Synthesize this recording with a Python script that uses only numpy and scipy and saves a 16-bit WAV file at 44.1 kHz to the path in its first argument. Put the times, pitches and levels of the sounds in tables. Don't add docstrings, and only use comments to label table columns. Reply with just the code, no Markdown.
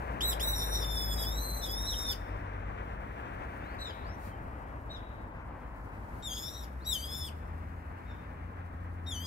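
import sys
import numpy as np
from scipy import signal
from scipy.fft import rfft, irfft, next_fast_len
from scipy.io import wavfile
from scipy.ndimage import uniform_filter1d, map_coordinates

SR = 44100
rng = np.random.default_rng(int(sys.argv[2]) if len(sys.argv) > 2 else 0)


def wav_record(signal):
    frames = np.transpose(np.atleast_2d(signal))
    bounded = np.clip(frames, -1, 1)
    quanta = np.round(bounded * 32767).astype(np.int16)
    wavfile.write(sys.argv[1], SR, quanta)


N = 408366
T = np.arange(N) / SR
BIN_HZ = np.arange(N // 2 + 1) * SR / N


def undb(db):
    return 10 ** (np.asarray(db) / 20)


def curves(table):
    times, *columns = np.transpose(table)
    return [np.interp(T, times, column) for column in columns]


def swell(peak_s, half_s, db):
    return undb(db) * np.exp(-.5 * ((T - peak_s) / half_s) ** 2)


def progress(t, start, end):
    return np.clip((t - start) / max(end - start, 1 / SR), 0, 1)


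def noise(points):
    hz, db = np.transpose(points)
    f = np.maximum(BIN_HZ, 1)
    gain = undb(np.interp(np.log(f), np.log(hz), db))
    roll_off = np.minimum(1, hz[-1] / f) ** 2 * np.minimum(1, f / hz[0]) ** 2
    x = irfft(rfft(rng.standard_normal(N)) * gain * roll_off, N)
    return x / x.std()


def wobble(hz, width_hz, size):
    n = next_fast_len(size + SR // 4)
    f = np.arange(n // 2 + 1) * SR / n
    x = irfft(rfft(rng.standard_normal(n)) * np.exp(-.5 * ((f - hz) / width_hz) ** 2), n)
    return x[:size] / x.std()


def ports(x, lag_ms, pan_db):
    i, half_lag = np.arange(len(x)), lag_ms * SR / 2000
    return np.array([map_coordinates(x, [i - side * half_lag], order=3) * undb(side * pan_db / 2)
                     for side in (1, -1)])


def diffuse(points, left_db, spacing_ms=.78):
    alike = np.sinc(2 * BIN_HZ * spacing_ms / 1000)
    mid, side = (irfft(rfft(noise(points)) * np.sqrt((1 + sign * alike) / 2), N) for sign in (1, -1))
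    return np.array([(mid + side) * undb(left_db / 2), (mid - side) * undb(-left_db / 2)])


def add(out, start, x):
    i = int(start * SR)
    out[:, i:i + x.shape[1]] += x[:, :N - i]


def town(rumble_db=-41.5, ebb_db_per_s=.42):
    # (frequency [Hz], density [dB])
    rumble_spectrum = [(20, -21), (31, -6), (40, -34), (50, -1.5), (62, 2), (73, -7), (84, -4), (94, -3.5),
                       (108, -8), (121, -9), (140, -14.5), (280, -14.5), (400, -22), (1000, -19),
                       (2000, -31.5), (3200, -56.5)]
    high_hiss_spectrum = [(2000, -19), (4000, 1), (6000, -3), (9000, -2), (12500, -1.5), (16000, -2.5)]
    # (time [s], level [dB])
    high_hiss_levels = [(0, -69), (2.2, -68), (2.5, -78), (3.8, -71.5), (5.5, -78), (6.2, -68.5),
                        (8.5, -76.5)]
    rumble = diffuse(rumble_spectrum, 1.4)
    rumble *= undb(rumble_db - ebb_db_per_s * T + 1.04 * wobble(3.4, 9.3, N))
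    swish = swell(peak_s=4.26, half_s=.034, db=-63)
    high_hiss = diffuse(high_hiss_spectrum, 1.0)
    high_hiss *= undb(curves(high_hiss_levels)[0] + 1.4 * wobble(6.6, 13, N)) + swish
    return rumble + high_hiss


def tyres(pan_db=7.0, scatter_db=-6):
    # (time [s], roar [dB], hiss [dB])
    tyre_levels = [(0.0, -42.5, -48.5), (1.7, -46.5, -57), (2.2, -48.5, -53.5), (3.7, -47.5, -50.5),
                   (4.5, -52.5, -59), (6.3, -57, -61), (7.35, -57, -61.5), (8.07, -58.5, -57),
                   (9.26, -59, -60.5)]
    # (time [s], lag of the left port [ms])
    bearing = [(0, -0.47), (3.2, -.51), (4.9, -0.32), (5.3, -0.26), (5.7, .12), (6.2, 0.31), (7.8, 0.44),
               (9.26, 0.52)]
    # (frequency [Hz], density [dB])
    roar_spectrum = [(120, -2.5), (250, -8), (500, -1.5), (900, -0.5), (1150, -5), (1450, -19), (2200, -53)]
    hiss_spectrum = [(800, -21), (1250, -0.5), (1600, 2.5), (2100, -4), (2500, -8), (3000, -15.5),
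                     (4000, -28), (7000, -35)]
    tread_spectrum = [(600, -22), (850, -3), (980, 0), (1100, -6), (1350, -24)]
    roar_db, hiss_db = curves(tyre_levels)
    surface_db = 1.2 * wobble(3, 7.7, N)
    roar = undb(roar_db + surface_db) * noise(roar_spectrum)
    hiss_gain = undb(hiss_db + surface_db)
    hiss = hiss_gain * noise(hiss_spectrum)
    tread = swell(peak_s=5.55, half_s=.5, db=-57.5) * noise(tread_spectrum)
    scattered = hiss_gain * diffuse(hiss_spectrum, 2.4) * undb(scatter_db)
    return ports(roar + hiss + tread, curves(bearing)[0], pan_db) + scattered


def engine(pipe_hz=96, pipe_width_hz=4, pipe_db=16, load_db_per_octave=10, pan_db=2.3):
    # (time [s], firing rate [Hz])
    revs = [(0, 62.1), (.5, 52.96), (1.45, 54), (2.05, 46.02), (2.7, 48.5), (5.8, 43), (6.3, 53.96),
            (7.65, 84.05), (9.26, 86.5)]
    # (time [s], level [dB])
    drone_levels = [(0, -44), (.35, -35), (1.3, -33), (2.1, -43.5), (2.7, -41.5), (3.4, -53), (5.6, -51),
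                    (6.4, -45), (7, -42.5), (7.7, -42.5), (8.05, -52), (8.5, -44), (9.26, -41.5)]
    # (multiple of the firing rate, relative level [dB])
    orders = [(1, -1.5), (2, -13.5), (3, -16)]
    hz, level_db = curves(revs)[0], curves(drone_levels)[0]
    phase = 2 * np.pi * np.cumsum(hz * (1 + .0093 * wobble(4.8, 3.28, N))) / SR
    drone = 0
    for k, order_db in orders:
        boom_db = pipe_db * np.exp(-.5 * ((k * hz - pipe_hz) / pipe_width_hz) ** 2)
        rev_db = load_db_per_octave * np.log2(hz / hz.max()) * (k > 1)
        waver_db = .68 * wobble(3.0, 4.4, N)
        drone += undb(level_db + order_db + boom_db + rev_db + waver_db) * np.sin(k * phase)
    return ports(np.sqrt(2) * drone, 0, pan_db)


def surroundings(direct, echo_send, near_db=-5.2, near_t60=.16, far_db=-24, far_t60=.95, far_hz=4800,
                 wall_s=.027, wall_db=-2):
    t = np.arange(SR) / SR
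    sparse_taps = rng.standard_normal((2, SR)) * (rng.random((2, SR)) < .03)
    near = sparse_taps * undb(-60 * t / near_t60) * (t > .001)
    far = rng.standard_normal((2, SR)) * undb(-60 * t / far_t60) * (t > wall_s)
    near, far = (r / np.sqrt(np.sum(r ** 2, axis=1, keepdims=True)) for r in (near, far))
    far[:, int(wall_s * SR)] += undb(wall_db)
    far = signal.sosfilt(signal.butter(2, far_hz, fs=SR, output="sos"), far)
    scatter = undb(near_db) * signal.fftconvolve(direct, near, axes=1)
    echo = undb(far_db) * signal.fftconvolve(echo_send, far, axes=1)
    return (scatter + echo)[:, :N]


def whistle(length, first_hz, last_hz, waver=.013):
    u = np.linspace(0, 1, int(length * SR))
    slide_hz = first_hz + (last_hz - first_hz) * np.sin(np.pi / 2 * u)
    hz = slide_hz * (1 + waver * wobble(80, 60, len(u)))
    return np.sqrt(2 * np.abs(np.sin(np.pi * u))) * np.sin(2 * np.pi * np.cumsum(hz) / SR)


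def onset_bend(t, crest_s, scoop=.36, scoop_s=.011, rise=.05, late_crest_s=.08):
    below = scoop * np.exp(-t / scoop_s) + rise * np.maximum(1 - t / crest_s, 0) ** 2
    return 1 - below * (crest_s / late_crest_s) ** 2


def clearing(t, clear_s=.02):
    return 1 - np.exp(-(t / clear_s) ** 2)


def syrinx(t, glide_hz, purity, db, bright_db, voice, flutter_hz=165, flutter_depth=.029, tremor_db=3,
           shimmer_db=3.1, hoarse_db=-13, rasp_s=.022, release_s=.01):
    throat = [-44, 0, -10, -13, -14.5, -14.5, -15.5, -18.5, -18]
    # (centre [Hz], width [Hz], boost [dB])
    windpipe = [(5300, 520, 11), (12400, 720, 11.5)]
    n = len(t)
    attack_s, drawl_flutter, odd_db, beak_hz = voice
    resonances = windpipe + [(beak_hz, 620, 6.5)]
    glide_hz = uniform_filter1d(glide_hz, size=300) * (1 + .002 * wobble(8, 6, n))
    flutter = drawl_flutter + (.06 - drawl_flutter) * purity
    odd_db = odd_db - 16 * purity
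    bright_db = bright_db - 6 * (1 - clearing(t))
    remaining_s = t[-1] - t
    shake = flutter * np.tanh(2 * wobble(flutter_hz, 60, n))
    edges = np.exp(-np.minimum(t, remaining_s) / rasp_s)
    rasp = flutter * (.009 + .075 * edges) * wobble(410, 280, n)
    waver = .0062 * wobble(40.5, 27, n)
    hz = glide_hz * (1 + flutter_depth * shake + rasp + waver)
    phase = 2 * np.pi * np.cumsum(hz) / SR
    tone = 0
    for k, throat_db in enumerate(throat, 1):
        resonance_db = sum(boost * np.exp(-.5 * ((k * glide_hz - centre) / width) ** 2)
                           for centre, width, boost in resonances)
        colour_db = throat_db + resonance_db + odd_db * (k % 2) + bright_db * np.log2(max(k / 2, 1))
        fray = 1 + flutter * undb(hoarse_db) * wobble(130, 240, n)
        tone += undb(colour_db + shimmer_db * wobble(4.7, 22, n)) * fray * np.sin(k * phase)
    envelope = (1 - np.exp(-t / attack_s)) ** 2 * (1 - np.exp(-remaining_s / release_s))
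    effort_db = 1.1 * wobble(9, 7, n)
    return np.sqrt(2) * tone * envelope * undb(db + tremor_db * shake + effort_db)


def yelp(length, crest_s, crest_hz, db, bright_db, purity, voice, tumble=.25, tumble_db=-6):
    t = np.arange(int(length * SR)) / SR
    fall = progress(t, crest_s, length) ** 2
    hz = crest_hz * onset_bend(t, crest_s) * (1 - tumble * fall)
    purity = purity * clearing(t) * (1 - fall) ** 2
    return syrinx(t, hz, purity, db + tumble_db * fall, bright_db, voice)


def screech(length, times, pitches, levels_db, brights_db, fade_db_per_s, voice,
            crossfade_s=.014, sag=.08, sag_s=.05, drop=.3, drop_s=.009):
    t = np.arange(int(length * SR)) / SR
    crest_s, dip_s, hold_s, break_s = times
    crest_hz, dip_hz, hold_hz = pitches
    swing_hz = (crest_hz - dip_hz) * np.cos(np.pi / 2 * progress(t, crest_s, dip_s)) ** 2
    climb_hz = (hold_hz - dip_hz) * progress(t, dip_s, hold_s)
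    ending = 1 - sag * np.exp((t - length) / sag_s) - drop * np.exp((t - length) / drop_s)
    hz = (dip_hz + swing_hz + climb_hz) * onset_bend(t, crest_s) * ending
    drawl = .5 + .5 * np.tanh((t - break_s) / (2 * crossfade_s))
    db = np.interp(drawl, [0, 1], levels_db) - fade_db_per_s * np.maximum(t - break_s, 0)
    purity = clearing(t) * (1 - drawl)
    bright_db = np.interp(1 - purity, [0, 1], brights_db)
    return syrinx(t, hz, purity, db, bright_db, voice)


def birds(call_db=-1.5):
    perches = {"right": (.39, 1.5, 3), "half right": (.265, 1.8, 3), "far right": (.42, 4.2, 13),
               "ahead": (.025, 5.2, 2), "far ahead": (.03, 1.7, 21.5)}
    # (attack [s], flutter [0-1], odd harmonics [dB], beak resonance [Hz]))
    screeches = [ ("right", .393, .462, (.085, .22, .29, .145), (1945, 1840, 1890), (-37, -42.5), (5, -.5),
                 7, (.0035, .68, 2.5, 9450)), ("half right", .8, .87, (.02, .44, .63, 0.016),
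                 (1800, 1680, 2060), (-46.5, -45.8), (0, .3), 0, (.02, .45, .5, 8600)),
                 ("half right", 1.608, .532, (.027, .082, .19, 0), (1810, 1670, 1860), (-47, -46.5),
                 (0, -0.87), -10, (.01, .42, 2.5, 9100)), ("ahead", 6.218, .44, (.028, .1, .36, 0.097),
                 (1875, 1600, 1925), (-39.5, -44.5), (1.5, 2.5), 34, (.022, .95, -3, 6650)),
                 ("ahead", 6.842, .456, (.045, .14, .32, 0.12), (1945, 1515, 1775), (-31.5, -48), (2, .6),
                 -3, (.03, .5, 0, 8600)), ("ahead", 9.058, .4, (.025, .115, .25, 0.13), (1863, 1497, 1750),
                 (-41.5, -49), (-2, -1), 0, (.014, .45, 0, 6600))]
    # (perch, start [s], length [s], crest [s after the start], crest [Hz], level [dB],
    #   brightness [dB/octave], purity [0-1], voice as above)
    yelps = [ ("right", 0.2033, .14, .077, 1985, -34.5, 1.5, 1, (.005, .9, -.5, 11200)),
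             ("half right", 1.17, .09, .022, 1920, -45.5, 5, .7, (.009, .35, 5, 9400)),
             ("half right", 1.85, .1, .03, 1990, -37, -8, .9, (.014, .4, 0, 8500)),
             ("far right", 3.782, .14, .02, 1985, -44.5, -9, .3, (.012, .55, -7, 7300)),
             ("far right", 4.888, .1, .042, 1945, -48, -12, .5, (.02, .4, -4, 8600)),
             ("far ahead", 8.05, .135, .03, 1850, -68, -8, .3, (.016, .7, -5, 6700))]
    # (start [s], length [s], first pitch [Hz], last pitch [Hz], level [dB])
    whistles = [(3.615, 0.16, 3250, 4700, -71), (4.03, 0.13, 3740, 5810, -64.5),
                (4.312, 0.042, 3210, 3070, -67), (6.801, 0.078, 3500, 4940, -65)]
    direct, echo_send = np.zeros((2, 2, N))
    for sing, cues in ((screech, screeches), (yelp, yelps)):
        for perch, start, *shape in cues:
            lag_ms, pan_db, echo_db = perches[perch]
            call = ports(sing(*shape) * undb(call_db), lag_ms, pan_db)
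            add(direct, start, call)
            add(echo_send, start, call * undb(echo_db))
    for start, length, first_hz, last_hz, db in whistles:
        note = whistle(length, first_hz, last_hz) * undb(db)
        add(direct, start, ports(note, lag_ms=.288, pan_db=2.7))
    return direct, echo_send


def scene():
    direct, echo_send = birds()
    return direct + surroundings(direct, echo_send) + tyres() + engine() + town()


def record(dry, shelf_hz=6500, right_minus_left_db=3.5, top_hz=15650):
    shelf_db = right_minus_left_db / (1 + (shelf_hz / np.maximum(BIN_HZ, 1)) ** 10)
    coloured = irfft(rfft(dry) * undb(np.outer([-.5, .5], shelf_db)), N)
    return signal.sosfilt(signal.ellip(12, .1, 80, top_hz, fs=SR, output="sos"), coloured)


dry = scene()
out = record(dry)
wav_record(out)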